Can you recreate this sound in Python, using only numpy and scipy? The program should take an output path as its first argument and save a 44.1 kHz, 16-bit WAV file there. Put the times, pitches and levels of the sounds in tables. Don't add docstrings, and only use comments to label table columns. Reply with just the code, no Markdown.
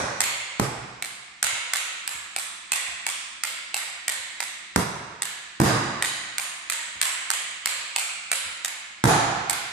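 import sys
import numpy as np
from scipy import signal
from scipy.fft import rfft, irfft, next_fast_len
from scipy.io import wavfile

SR = 44100
rng = np.random.default_rng(int(sys.argv[2]) if len(sys.argv) > 2 else 0)


def transcribe(signal):
    frames = np.atleast_2d(signal).T
    limited = np.clip(frames, -1, 1)
    pcm = np.round(limited * 32767).astype(np.int16)
    wavfile.write(sys.argv[1], SR, pcm)


N = 428652
LEAD = round(0.5 * SR)
BLOW_T, HALL_T = np.arange(SR // 8) / SR, np.arange(2 * SR) / SR


def sticks():
    # start in seconds, meeting place, strength in dB, rough ring pitch in Hz,
    # extra ring in dB, extra knock in dB. The last two depend on which spots of the sticks touch.
    clacks = [(0.2051, "close", -26.5, 2200, 2.5, -1.5), (1.0238, "high", -37, 2190, 8, -10),
              (1.4276, "low", -25.5, 2260, -3, -9.5), (1.7351, "high", -28, 1800, 6.5, -7.5),
              (2.0764, "side", -35, 2390, -3, -17), (2.3629, "high", -33, 2300, 4, -2),
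              (2.7193, "low", -28, 2530, 5.5, -8.5), (3.0661, "high", -31, 2340, 7, -3),
              (3.436, "side", -31.5, 2220, -0.5, -13), (3.7432, "high", -31.5, 2570, 6, -3.5),
              (4.0807, "low", -31, 1920, 7, -8), (4.404, "high", -34, 2080, 6.5, 0),
              (5.2209, "close", -33.5, 1920, 1.5, -9), (6.0241, "high", -28.5, 1980, 8, -6),
              (6.3824, "side", -32, 2400, -1, -8.5), (6.6993, "high", -30.5, 2030, 5, -15),
              (7.0145, "low", -26.5, 1970, 3.5, -14), (7.303, "close", -29, 2010, -3, -4),
              (7.6581, "side", -28.5, 2240, -0.5, -11.5), (7.9615, "high", -28.5, 2550, 6.5, -1),
              (8.3161, "low", -28.5, 2320, 6.5, -5.5), (8.6475, "close", -34.5, 1920, 2.5, -9),
              (9.4971, "close", -29, 2230, 0, -2)]
    # pitch in Hz, level in dB, seconds to fade by 60 dB (called t60).
    knock_modes = [(660, 5.5, 0.045), (732, 8.5, 0.038), (950, -2, 0.043)]
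    ring_modes = [(1387, -2, 0.035), (1920, 5.5, 0.013), (2210, 12.5, 0.023), (2530, 6.5, 0.023),
                  (3400, -1, 0.024), (4120, 4, 0.02)]
    crack_db = {"close": 12.5, "high": 9.5, "low": 11.5, "side": 11}
    bounces = {"close": [(.0097, -3.5, -6.5), (.0135, -15, -10), (.0332, -7, -8.5)],
               "high": [(.0090, -19, -10.5), (.0178, -6, -15), (.0230, -6, -6), (.0335, -23, -8)],
               "low": [(.0122, -2, -7.5), (.0168, -4.5, -6), (.0360, -13, -26), (.0400, -16, -10)],
               "side": [(.0115, 2.5, -18), (.0152, -7, -7.5), (.0350, -13, -14)]}
    # frequency in Hz, level in dB.
    crack_tail = [(1000, -68), (2500, -4), (4200, -6), (5600, -9), (7000, -0.5), (7900, 2), (9000, -1),
                  (11000, -4.5), (14000, -10), (16000, -25)]
    usual_db, close_share = -30, 0.74
    near, sent = np.zeros((2, LEAD + N)), []
    for s, place, db, hz, ring_db, knock_db in clacks:
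        knock = from_db(knock_db) * wood(knock_modes, rng.uniform(1.0, 1.32), low_hz=516)
        body = knock + from_db(ring_db) * wood(ring_modes, hz / 2200, low_hz=1280, spread_db=1)
        crack = snap(hiss_db=-18, hiss_t60=0.011, chatter_db=-28, chatter_t60=0.035)
        crack *= from_db(crack_db[place])
        echoes = sum(echo(body, delay, body_db) + echo(crack, delay, top_db)
                     for delay, body_db, top_db in bounces[place])
        close_db = usual_db + close_share * (db - usual_db)
        add(near, s, from_db(close_db) * (body + crack + echoes))
        tail = ring_tail(hz, lift_db=1.5, width_octaves=0.067)
        sent.append(dict(s=s, db=db - 0.96, spectrum=tail,
                         build_s=0.025, early_db=-22, early_t60=0.092))
        sent.append(dict(s=s, db=db + 1.23, spectrum=crack_tail,
                         build_s=0.025, early_db=-24, early_t60=0.11))
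    return near, sent


def wood(modes, stretch, low_hz, spread_db=0):
    hz, db, t60 = np.transpose(modes)
    db = db + spread_db * np.abs(np.log2(hz / hz[np.argmax(db)]))
    stretch = stretch * (1 + 0.026 * rng.standard_normal((len(modes), 1)))
    both = np.array([ring(np.transpose([hz, db, t60]), stretch, uneven_db=3.5) for _ in range(2)])
    return unit_blow(signal.sosfilt(signal.butter(2, low_hz, "high", fs=SR, output="sos"), both))


def snap(hiss_db, hiss_t60, chatter_db, chatter_t60):
    # seconds after the first touch, level in dB.
    contacts = [(0, -10.5), (.0007, -14.5), (.0015, -5)]
    # frequency in Hz, level in dB.
    crack_spectrum = [(150, -23.5), (500, -25), (1500, -2), (3000, -7), (4500, -2), (5700, -6),
                      (7200, -1.5), (8400, 4), (9800, -6.5), (11500, -12.5), (14000, -9.5), (16000, -79)]
    fade = from_db(hiss_db - 60 * BLOW_T / hiss_t60) + from_db(chatter_db - 60 * BLOW_T / chatter_t60)
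    touches = rng.standard_normal((2, len(BLOW_T))) * fade
    for s, db in contacts:
        arrival_s = s * rng.uniform(0.7, 1.3) + rng.uniform(0, 0.0001, 2)
        touches[[0, 1], (arrival_s * SR).astype(int)] += from_db(db) * rng.choice([-1, 1])
    return unit_blow(colour(touches, crack_spectrum))


def ring_tail(hz, lift_db, width_octaves):
    # frequency in Hz, level in dB.
    spectrum = [(150, -82), (400, -21), (600, -8), (1000, -2), (1500, -1), (2100, 4), (2700, -1), (3500, 0),
                (4500, -4), (6500, -16), (10000, -43)]
    grid = np.geomspace(150, 10000, 50)
    lift = lift_db * np.exp(-(np.log2(grid / hz) / width_octaves) ** 2)
    return np.transpose([grid, at_hz(spectrum, grid) + lift])


def pads():
    # start in seconds, which pad, strength in dB, extra slap in dB
    thuds = [(-0.17, "back", -4.5, 1.0), (0.597, "hip", -0.5, -1.5), (4.7605, "hip", 0.5, 1),
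             (5.6005, "back", 0.7, -2.13), (9.0396, "back", -0.5, 1.3)]
    pad_levels = {"hip": (-17.5, -14.5, -15, 20, -30, -27.5), "back": (-13.5, -15, -3.6, -12, -19, -16)}
    # pitch in Hz, level in dB, seconds to fade by 60 dB.
    pad_modes = [(72, -54, .08), (137, 9, 0.13), (224, 32.5, 0.035), (316, 10.5, 0.12)]
    hall_modes = [(122, -8, 1.1), (194, -11, 1.0)]
    # delay in seconds, level in dB.
    bounces = [(0.0112, -7.5), (0.0156, -1.5), (0.0228, -19), (0.0349, -7), (.0410, -41), (.0560, -40)]
    # frequency in Hz, level in dB.
    slap_spectrum = [(150, -20), (400, -4), (850, 7), (1400, 0.5), (2000, -2), (2800, -14), (4200, -10.5),
                     (6000, -12), (8300, -9), (11000, -16), (15000, -25)]
    slap_tail = [(150, -34), (350, -5), (700, 1), (1200, -2.5), (2000, -7.5), (2700, -14), (4000, -13.5),
                 (5500, -13.5), (8000, -12), (10000, -15.5), (14000, -18.5), (16000, -35)]
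    thump_tail = [(30, -24), (65, -9), (95, -6), (125, 5.5), (180, 0), (260, -5), (340, -1), (500, -8.5),
                  (1000, -47), (3000, -55)]
    low_cut = signal.butter(2, 70, "high", fs=SR, output="sos")
    swell = 1 - np.exp(-HALL_T / 0.17)
    near, sent = np.zeros((2, LEAD + N)), []
    for s, pad, strength_db, flat_db in thuds:
        thump_db, slap_db, echo_db, scatter_db, thump_hall_db, slap_hall_db = pad_levels[pad]
        foam = signal.sosfilt(low_cut, ring(pad_modes, stretch=1, uneven_db=4))
        thump = -from_db(thump_db) * unit_blow(foam)
        vinyl = burst(slap_spectrum, t60=0.02, chatter_db=-52, chatter_t60=0.026)
        slap = from_db(slap_db + flat_db) * vinyl
        echoes = sum(echo(thump + from_db(2.0) * slap, delay, db + echo_db) for delay, db in bounces)
        add(near, s, from_db(strength_db) * (thump + slap + echoes))
        boom_db, wash_db = strength_db + thump_hall_db, strength_db + flat_db + slap_hall_db
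        for hz, db, t60 in hall_modes:
            fade = from_db(boom_db + db - 60 * HALL_T / t60)
            add(near, s, fade * swell * np.sin(2 * np.pi * hz * HALL_T))
        sent.append(dict(s=s, db=boom_db, spectrum=thump_tail,
                         build_s=0.014, early_db=scatter_db, early_t60=0.12))
        sent.append(dict(s=s, db=wash_db, spectrum=slap_tail,
                         build_s=0.045, early_db=scatter_db, early_t60=0.15))
    return near, sent


def feet():
    # start in seconds, level in dB.
    steps = [(1.434, -39), (1.527, -40), (2.144, -41.5), (2.881, -43), (4.185, -49), (6.955, -44),
             (7.776, -51), (8.443, -44)]
    # frequency in Hz, level in dB.
    spectrum = [(30, -43), (70, -1), (200, -15), (400, -22), (1500, -12), (8000, -39)]
    out = np.zeros((2, LEAD + N))
    for s, db in steps:
        pat = burst(spectrum, t60=0.3, chatter_db=-18, chatter_t60=0.66)
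        add(out, s, from_db(db) * pat[0])
    return out


def echo(blow, delay, db):
    out = np.zeros_like(blow)
    for channel in range(2):
        lag = max(1, round((delay + rng.uniform(-0.000052, 0.0001)) * SR))
        out[channel, lag:] = from_db(db) * blow[channel, :-lag]
    return out


def hall(blows, uneven_db):
    # frequency in Hz, seconds to fade by 60 dB.
    fade_times = [(60, 1.36), (130, 0.95), (300, 1.06), (700, 1.3), (1400, 1.86), (2200, 2), (4000, 1.54),
                  (8000, 1.02), (11000, 0.51), (15000, 0.082)]
    # frequency in Hz, likeness from 0 to 1.
    likeness = [(100, 1), (250, 0.86), (500, 0.57), (1000, .05), (3000, 0.024), (10000, 0.027)]
    mid, side = rfft(rng.standard_normal((2, N)))
    hz = np.arange(len(mid)) * SR / N
    alike = np.clip(at_hz(likeness, hz), 0, 1)
    noise = np.sqrt((1 + alike) / 2) * mid + np.sqrt((1 - alike) / 2) * side * [[1], [-1]]
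    edges = np.concatenate([np.geomspace(32, 900, 12)[:-1], np.geomspace(900, 16500, 26)])
    centres, widths = np.sqrt(edges[:-1] * edges[1:])[:, None], np.diff(edges)[:, None]
    step = 64
    t = np.arange(0, N + step, step) / SR
    power = 0
    for s, db, spectrum, build_s, early_db, early_t60 in map(dict.values, blows):
        age = np.maximum(t - s, 0)
        share = from_db(2 * at_hz(spectrum, centres)) * widths
        build_up = 1 - np.exp(-(age / build_s) ** 2)
        scatter = 1 + from_db(early_db - 60 * age / early_t60)
        fade = from_db(-60 * age / at_hz(fade_times, centres))
        level = from_db(db + uneven_db * rng.standard_normal(centres.shape))
        power = power + share / share.sum() * (level * build_up * scatter * fade) ** 2
    out = 0
    for low, high, band_power in zip(edges, edges[1:], power):
        band = irfft(noise * ((hz >= low) & (hz < high)), N)
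        gain = np.sqrt(band_power * SR / 2 / (high - low))
        out = out + band * np.repeat(gain, step)[:N]
    return out


def air(level_db):
    # frequency in Hz, level in dB.
    spectrum = [(25, -16), (60, 6.5), (130, -6.5), (200, 9.5), (260, -5), (320, 8), (500, -12), (1000, 1),
                (3000, 1), (8000, -4), (14000, -77)]
    both, left, right = colour(rng.standard_normal((3, N)), spectrum)
    rush = both + 0.6 * np.array([left, right])
    return from_db(level_db) * rush / rush.std()


def ring(modes, stretch, uneven_db):
    hz, db, t60 = np.transpose(modes)[:, :, None]
    strength = db + uneven_db * rng.standard_normal(db.shape)
    fade = from_db(strength - 60 * BLOW_T / t60)
    return np.sum(fade * np.sin(2 * np.pi * hz * stretch * BLOW_T), axis=0)


def burst(spectrum, t60, chatter_db, chatter_t60):
    fade = from_db(-60 * BLOW_T / t60) + from_db(chatter_db - 60 * BLOW_T / chatter_t60)
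    return unit_blow(colour(rng.standard_normal((2, len(BLOW_T))) * fade, spectrum))


def from_db(db):
    return 10 ** (np.asarray(db) / 20)


def at_hz(points, hz):
    f, value = np.transpose(points)
    return np.interp(np.log(np.maximum(hz, 1)), np.log(f), value)


def colour(x, spectrum):
    n = 2 * next_fast_len(x.shape[-1])
    cepstrum = irfft(np.log(from_db(at_hz(spectrum, np.arange(n // 2 + 1) * SR / n))))
    cepstrum[1:n // 2] *= 2
    cepstrum[n // 2 + 1:] = 0
    return irfft(rfft(x, n) * np.exp(rfft(cepstrum)), n)[..., :x.shape[-1]]


def unit_blow(x):
    return x / np.sqrt(np.sum(x ** 2, axis=-1, keepdims=True) / (0.006 * SR))


def add(track, s, sound):
    start = LEAD + round(s * SR)
    part = track[..., start:start + sound.shape[-1]]
    part += sound[..., :part.shape[-1]]


def scene():
    clacks, clack_tails = sticks()
    thuds, thud_tails = pads()
    near = (clacks + thuds + feet())[:, LEAD:]
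    return near + hall(clack_tails + thud_tails, uneven_db=1.96) + air(level_db=-57)


def record(dry):
    # frequency in Hz, left minus right in dB.
    balance = [(60, 1.5), (110, -3.5), (200, -2), (380, -2), (700, -2.5), (1290, -4.5), (2380, -1.5),
               (4400, -1), (8120, -4.5), (15000, -3.5)]
    ceiling, stop_hz = 1.2, 15800
    left = colour(dry[0], [(hz, db / 2) for hz, db in balance])
    right = colour(dry[1], [(hz, -db / 2) for hz, db in balance])
    rounded = ceiling * np.tanh(np.array([left, right]) / ceiling)
    return signal.sosfilt(signal.cheby2(14, 60, stop_hz, fs=SR, output="sos"), rounded)


dry = scene()
out = record(dry)
transcribe(out)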